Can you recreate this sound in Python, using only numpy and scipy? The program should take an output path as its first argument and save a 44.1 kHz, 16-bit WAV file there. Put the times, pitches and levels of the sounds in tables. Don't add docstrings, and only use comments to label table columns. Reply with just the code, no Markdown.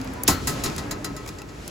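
import sys
import numpy as np
from scipy import signal
from scipy.fft import rfft, irfft, next_fast_len
from scipy.io import wavfile
from scipy.ndimage import map_coordinates

SR = 44100
rng = np.random.default_rng(int(sys.argv[2]) if len(sys.argv) > 2 else 0)


def transcribe(u):
    v = np.clip(np.atleast_2d(u).T, -1, 1)
    q = np.round(v * 32767).astype(np.int16)
    wavfile.write(sys.argv[1], SR, q)


N = 74970
TREBLE_HZ = 8800

# (frequency [Hz], left-right correlation [1])
IMPACT_ALIKE = [(200, 0.96), (700, 0.71), (2000, 0.28), (5500, 0.53), (6700, 0.87), (8000, 0.68),
                (9000, 0.99), (15000, 0.32)]
# (frequency [Hz], left minus right [dB])
IMPACT_PAN = [(300, -1), (1000, 6), (2200, 3.5), (4500, 3), (7000, -0.2)]
# (frequency [Hz], level [dB])
SNAP_COLOUR = [(300, -32), (2000, -7), (3200, -13), (4500, 0), (6500, 4), (9000, 6.5), (12000, 3.5),
               (15500, 4), (17000, -6)]


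def amp(db):
    return 10 ** (np.asarray(db) / 20)


def unit(x):
    return x / np.sqrt(np.mean(x ** 2) + 1e-20)


def along(points, hz):
    knots_hz, values = np.transpose(points)
    return np.interp(np.log(hz + 1), np.log(knots_hz + 1), values)


def fade(t, t60_s):
    return np.exp(-np.log(1000) * t / np.maximum(t60_s, 1e-4))


def since(start_s):
    return np.maximum(np.arange(N) / SR - start_s, 0)


def rise(t, attack_s):
    return 1 - np.exp(-t / max(attack_s, 1e-5))


def pan(db):
    return amp(np.array([[.5], [-.5]]) * db)


def wobble(knots_per_s):
    return map_coordinates(rng.standard_normal(256), [np.arange(N) * knots_per_s / SR], mode="wrap")


def filtered(x, response):
    size = next_fast_len(N + SR // 2)
    return irfft(rfft(x, size) * response(np.fft.rfftfreq(size, 1 / SR)), size)[..., :N]


def noise(colour, alike=IMPACT_ALIKE):
    def mid_side_gains(hz):
        angle = np.arccos(np.clip(along(alike, hz), -1, 1)) / 2
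        return amp(along(colour, hz)) * [np.cos(angle), np.sin(angle)]
    mid, side = filtered(rng.standard_normal((2, N)), mid_side_gains)
    return unit(np.array([mid + side, mid - side]))


def fluttering(cycles, depth=.7, knots_per_s=40):
    flutter = 1 + depth * (wobble(knots_per_s) + 1j * wobble(knots_per_s))
    return unit(np.real(flutter * np.exp(2j * np.pi * cycles)))


def cooling_unit():
    # (time [s], rumble [dB], air [dB], hiss [dB])
    envelopes = [(0, -36.5, -39.5, -46.5), (.22, -36, -39.5, -50), (.42, -32, -43, -42.5),
                 (.6, -30, -37, -40), (.718, -33, -38, -41), (.92, -35, -39, -49.5), (1.1, -38, -44, -50.5),
                 (1.299, -38.5, -44, -49), (1.46, -40, -47, -55), (1.7, -38.5, -44, -45)]
    # (frequency [Hz], level [dB])
    rumble_colour = [(20, -30), (32, -16), (48, 7), (80, 2), (130, 2), (190, 1), (300, -3.5), (420, -6),
                     (600, -18.5), (1500, -41)]
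    air_colour = [(200, -58), (450, 0), (650, -2.5), (1000, -5.5), (1600, -8.5), (2500, -13.5), (5000, -55)]
    hiss_colour = [(1000, -8), (2600, 5), (4500, 3.5), (7000, 1.5), (9200, -4.5), (11000, -7.5),
                   (13200, -9.5), (15500, -25), (17000, -42)]
    # (frequency [Hz], left-right correlation [1])
    alike = [(60, 0.96), (200, 0.87), (500, 0.17), (1500, 0.042), (5000, 0.54), (6700, 0.63), (8000, 1),
             (9000, 1), (15000, 1)]
    # (frequency [Hz], base level [dB], slope [dB/s])
    hum_lines = [(116.85, -47.5, 0), (196.3, -53, -1), (264.3, -37.5, -25), (286.7, -46.5, 2.5),
                 (331.3, -53.5, 2), (382.5, -52, -3), (425.5, -54.5, -1.5)]
    # (time [s], gain [dB])
    hum_envelope = [(0, 2.5), (.25, -0.5), (.5, 0.5), (1, 4.5), (1.3, -0.5), (1.5, -7), (1.7, -18.5)]
    t = since(0)
    times_s, *levels_db = np.transpose(envelopes)
    rumble_db, air_db, hiss_db = [np.interp(t, times_s, db) for db in levels_db]
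    rumble = amp(rumble_db + wobble(14.23)) * noise(rumble_colour, alike)
    air = amp(air_db + .7 * wobble(25.84)) * noise(air_colour, alike) * pan(db=1.0)
    hiss = amp(hiss_db) * noise(hiss_colour, alike) * pan(db=0.97)
    wavering_s = np.cumsum(1 + .015 * wobble(5.05)) / SR
    hum = sum(amp(db + db_per_s * t) * fluttering(hz * wavering_s + rng.random())
              for hz, db, db_per_s in hum_lines)
    return rumble + air + hiss + hum * amp(np.interp(t, *np.transpose(hum_envelope)))


def contact(colour, treble_db):
    shelf = lambda hz: amp(treble_db * hz ** 4 / (hz ** 4 + TREBLE_HZ ** 4))
    return filtered(noise(colour), lambda hz: shelf(hz) * pan(along(IMPACT_PAN, hz)))


def ticks():
    # (time [s], level [dB], treble [dB], cup knock [dB])
    events = [(0.014, -25, -19.5, -22), (0.046, -42, 6, -22), (.0745, -22, -41, -15.5),
              (0.136, -38, 1.5, -22), (.2349, -21.5, 8.5, -33), (0.699, -21.5, -32, -10),
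              (0.763, -22.5, -9, -17), (1.2622, -30.5, -11, -6), (1.2893, -24, -13.5, -12),
              (1.418, -30.5, -8, -5), (1.477, -50, 0, -20), (1.678, -22.5, -6, -22)]
    # (nominal frequency [Hz], relative level [dB], t60 [s])
    cup_modes = [(820, -5, .04), (1300, -2.5, 0.044), (2584, -1, .035), (3790, -7, .025)]
    out = np.zeros((2, N))
    for start_s, db, treble_db, knock_db in events:
        t = since(start_s)
        grip = np.exp(.06 * rng.standard_normal())
        knock = sum(amp(knock_db + mode_db) * fade(t, t60_s) * np.sin(2 * np.pi * hz * grip * t)
                    for hz, mode_db, t60_s in cup_modes)
        snap = fade(t, t60_s=0.018) * contact(SNAP_COLOUR, treble_db)
        out += amp(db) * rise(t, attack_s=0.00013) * (snap + knock)
    return out


def hinge():
    # (time [s], length [s], start pitch [Hz], end pitch [Hz], level [dB])
    squeaks = [(0.148, 0.098, 1005, 987, -42.5), (0.845, 0.11, 1622, 1700, -48.5),
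               (0.983, 0.038, 612, 608, -43.5), (1.13, 0.045, 590, 622, -45)]
    # (frequency [Hz], level [dB])
    scrape_colour = [(1500, -33), (3200, 3), (4500, -3), (6000, -4), (8000, -35), (12000, -21)]
    swell = lambda start_s, length_s: np.sin(np.pi * np.minimum(since(start_s) / length_s, 1))
    out = amp(-34) * swell(start_s=.266, length_s=.018) * noise(scrape_colour)
    for start_s, length_s, start_hz, end_hz, db in squeaks:
        glide_hz = np.interp(since(start_s), [0, length_s], [start_hz, end_hz])
        hz = glide_hz * (1 + 0.0118 * wobble(140))
        tone = np.sqrt(2) * np.sin(2 * np.pi * np.cumsum(hz) / SR)
        out += amp(db) * swell(start_s, length_s) * tone
    return out


def die_away(x, start_s, t60_scale):
    # (frequency [Hz], base t60 [s])
    decay = [(200, 0.44), (1300, 0.41), (4000, 0.24), (8000, 0.15), (15000, 0.19)]
    hz, t, spectra = signal.stft(x, SR, nperseg=256)
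    gain = fade(np.maximum(t - start_s, 0), t60_scale * along(decay, hz)[:, None])
    return signal.istft(spectra * gain, SR, nperseg=256)[1][:, :N]


def resonate(x, spacing_hz=44.76, treble_depth_db=2.5):
    size = 16384
    hz = np.fft.rfftfreq(size, 1 / SR)
    ripple = map_coordinates(rng.standard_normal(4096), [hz / spacing_hz], mode="wrap")
    ripple_db = treble_depth_db * ripple * hz / (hz + 1500)
    cepstrum = irfft(np.log(amp(ripple_db)))
    impulse = irfft(np.exp(rfft(2 * cepstrum[:size // 2], size)))
    return signal.fftconvolve(x, impulse[None] / np.linalg.norm(impulse), axes=1)[:, :N]


def flap():
    # (time [s], level [dB], treble [dB], ring [dB], rattle t60 scale [1])
    hits = [(0.2775, -12.5, 4.5, -9, 1.01), (0.4716, -20.5, 3, -0.5, 1.09), (0.6369, -22.5, 4, -1.5, 0.78),
            (0.6583, -20.5, -16, -5, 0.6), (0.7799, -24.5, -6.5, -4.5, 0.52), (0.91, -22, -2.5, -4.5, 0.44),
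            (1.044, -23, -4, -2, 0.49), (1.164, -34, -2.5, 3.5, 0.46), (1.275, -34, -1.5, -1, 0.72),
            (1.385, -35.5, -7.5, 2.5, 0.31), (1.486, -44.5, -9.5, 9, 0.65)]
    # (frequency [Hz], level [dB])
    rattle_colour = [(150, 2), (500, -5.5), (1000, -1.5), (2000, -4), (3000, -7.5), (4200, -0.5),
                     (5500, -1), (7000, 2.5), (8000, 1), (9200, 0.5), (11000, -3.5), (13000, -6),
                     (15500, -8.5), (17000, -40)]
    # (frequency [Hz], relative level [dB], t60 [s], rise [s])
    modes = [(333, -13, 0.23, 0.0067), (394.7, -7, 0.33, 0.013), (424.4, -11.5, 0.34, 0.0099),
             (1047, -12, 0.33, 0.0093), (1286, -10, .5, 0.0053), (1318, -15.5, 0.32, 0.008),
             (1920, -11, 0.23, 0.0019), (1974, -12, 0.26, .003), (2720, -16.5, 0.27, .001),
             (4130, -15, 0.24, .001), (4870, -11.5, 0.17, 0.0013), (5270, -11.5, 0.13, .001),
             (5690, -23, .11, .001), (6730, -11, 0.18, 0.00092), (6620, -7.5, 0.098, 0.0011),
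             (7400, -8.5, 0.076, 0.0015)]
    clacks, ring = np.zeros((2, N)), np.zeros((2, N))
    for start_s, db, treble_db, ring_db, t60_scale in hits:
        t = since(start_s)
        blow = amp(db) * rise(t, attack_s=0.00058)
        accent = 1 + amp(-8) * fade(t, t60_s=0.021)
        rattle = amp(-2) * accent * die_away(contact(rattle_colour, treble_db), start_s, t60_scale)
        snap = amp(-6) * fade(t, t60_s=0.0055) * contact(SNAP_COLOUR, treble_db + 3)
        clacks += blow * (rattle + snap)
        for hz, mode_db, t60_s, rise_s in modes:
            phase = rng.uniform(0, 2 * np.pi) + 0.51 * rng.standard_normal((2, 1))
            scatter_db = 1.5 * rng.standard_normal()
            gain = amp(ring_db + mode_db + treble_db * hz / TREBLE_HZ + scatter_db)
            ring += blow * gain * rise(t, rise_s) * fade(t, t60_s) * np.sin(2 * np.pi * hz * t + phase)
    return resonate(clacks) + amp(-2.5) * pan(db=3) * ring


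def edge():
    # (frequency [Hz], level [dB])
    colour = [(800, -10), (1800, -25), (2800, 3.5), (4300, -2), (6000, 1), (7500, -19), (15000, -2.5)]
    t = since(.2815)
    return amp(-5.5) * rise(t, attack_s=0.00004) * fade(t, t60_s=0.0097) * noise(colour)


def cabinet():
    # (frequency [Hz], level [dB], t60 [s])
    modes = [(63.3, -26.5, 0.41), (85, -25, 0.52), (166, -25, 0.17), (194.2, -14, 0.14), (257, -25, 0.46),
             (294, -14.5, 0.1), (337, -19, .16), (632, -22, .12), (716, -26.5, 0.094), (770, -17, 0.096),
             (1059, -19, 0.098), (1318, -26.5, 0.39), (1400, -33, .3), (2014, -37, 0.19), (4280, -32, 0.44)]
    # (frequency [Hz], level [dB])
    thud_colour = [(30, -28), (90, -19), (250, -3.5), (480, -17), (730, 0.5), (900, 0), (1100, -3),
                   (1400, -13), (3000, -16.5), (9000, -60)]
    boom_colour = [(30, -23), (80, -9), (220, 1), (370, -2.5), (490, -5), (800, -19), (1400, -5),
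                   (2500, -25), (8000, -50)]
    # (time [s], level [dB], width [s])
    pushes = [(0.2878, -11, 0.0009), (0.2983, -11.5, 0.0012), (0.7007, -26.5, 0.0015)]
    t = since(.284)
    panels = sum(amp(db) * pan(along(IMPACT_PAN, hz)) * fade(t, t60_s) * np.sin(2 * np.pi * hz * t)
                 for hz, db, t60_s in modes)
    panels *= rise(t, attack_s=0.0062)
    t = since(.285)
    thud = amp(-11.5) * rise(t, attack_s=0.00034) * fade(t, t60_s=0.042) * noise(thud_colour)
    boom = amp(-25) * rise(t, attack_s=0.011) * fade(t, t60_s=0.41) * noise(boom_colour)
    pulses = np.zeros(N)
    for centre_s, db, width_s in pushes:
        offset = (since(0) - centre_s) / width_s
        pulses += amp(db) * (1 - offset ** 2) * np.exp(-offset ** 2 / 2)
    return panels + thud + boom + pulses


def scene():
    return flap() + edge() + cabinet() + hinge() + ticks() + cooling_unit()


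def record(dry, top_hz=16900, skirt_hz=1000):
    # (frequency [Hz], lag of left [cycles])
    port_lag = [(7200, 0), (8800, .48), (9300, .52), (10700, 1), (11500, 1), (12700, 1.47), (13450, 1.53),
                (14800, 2)]
    sides = np.array([[-1], [1]])
    ports = filtered(dry, lambda hz: np.exp(1j * np.pi * sides * np.interp(hz, *np.transpose(port_lag))))
    return filtered(np.clip(ports, -1, 1), lambda hz: np.clip((top_hz - hz) / skirt_hz, 0, 1))


dry = scene()
out = record(dry)
transcribe(out)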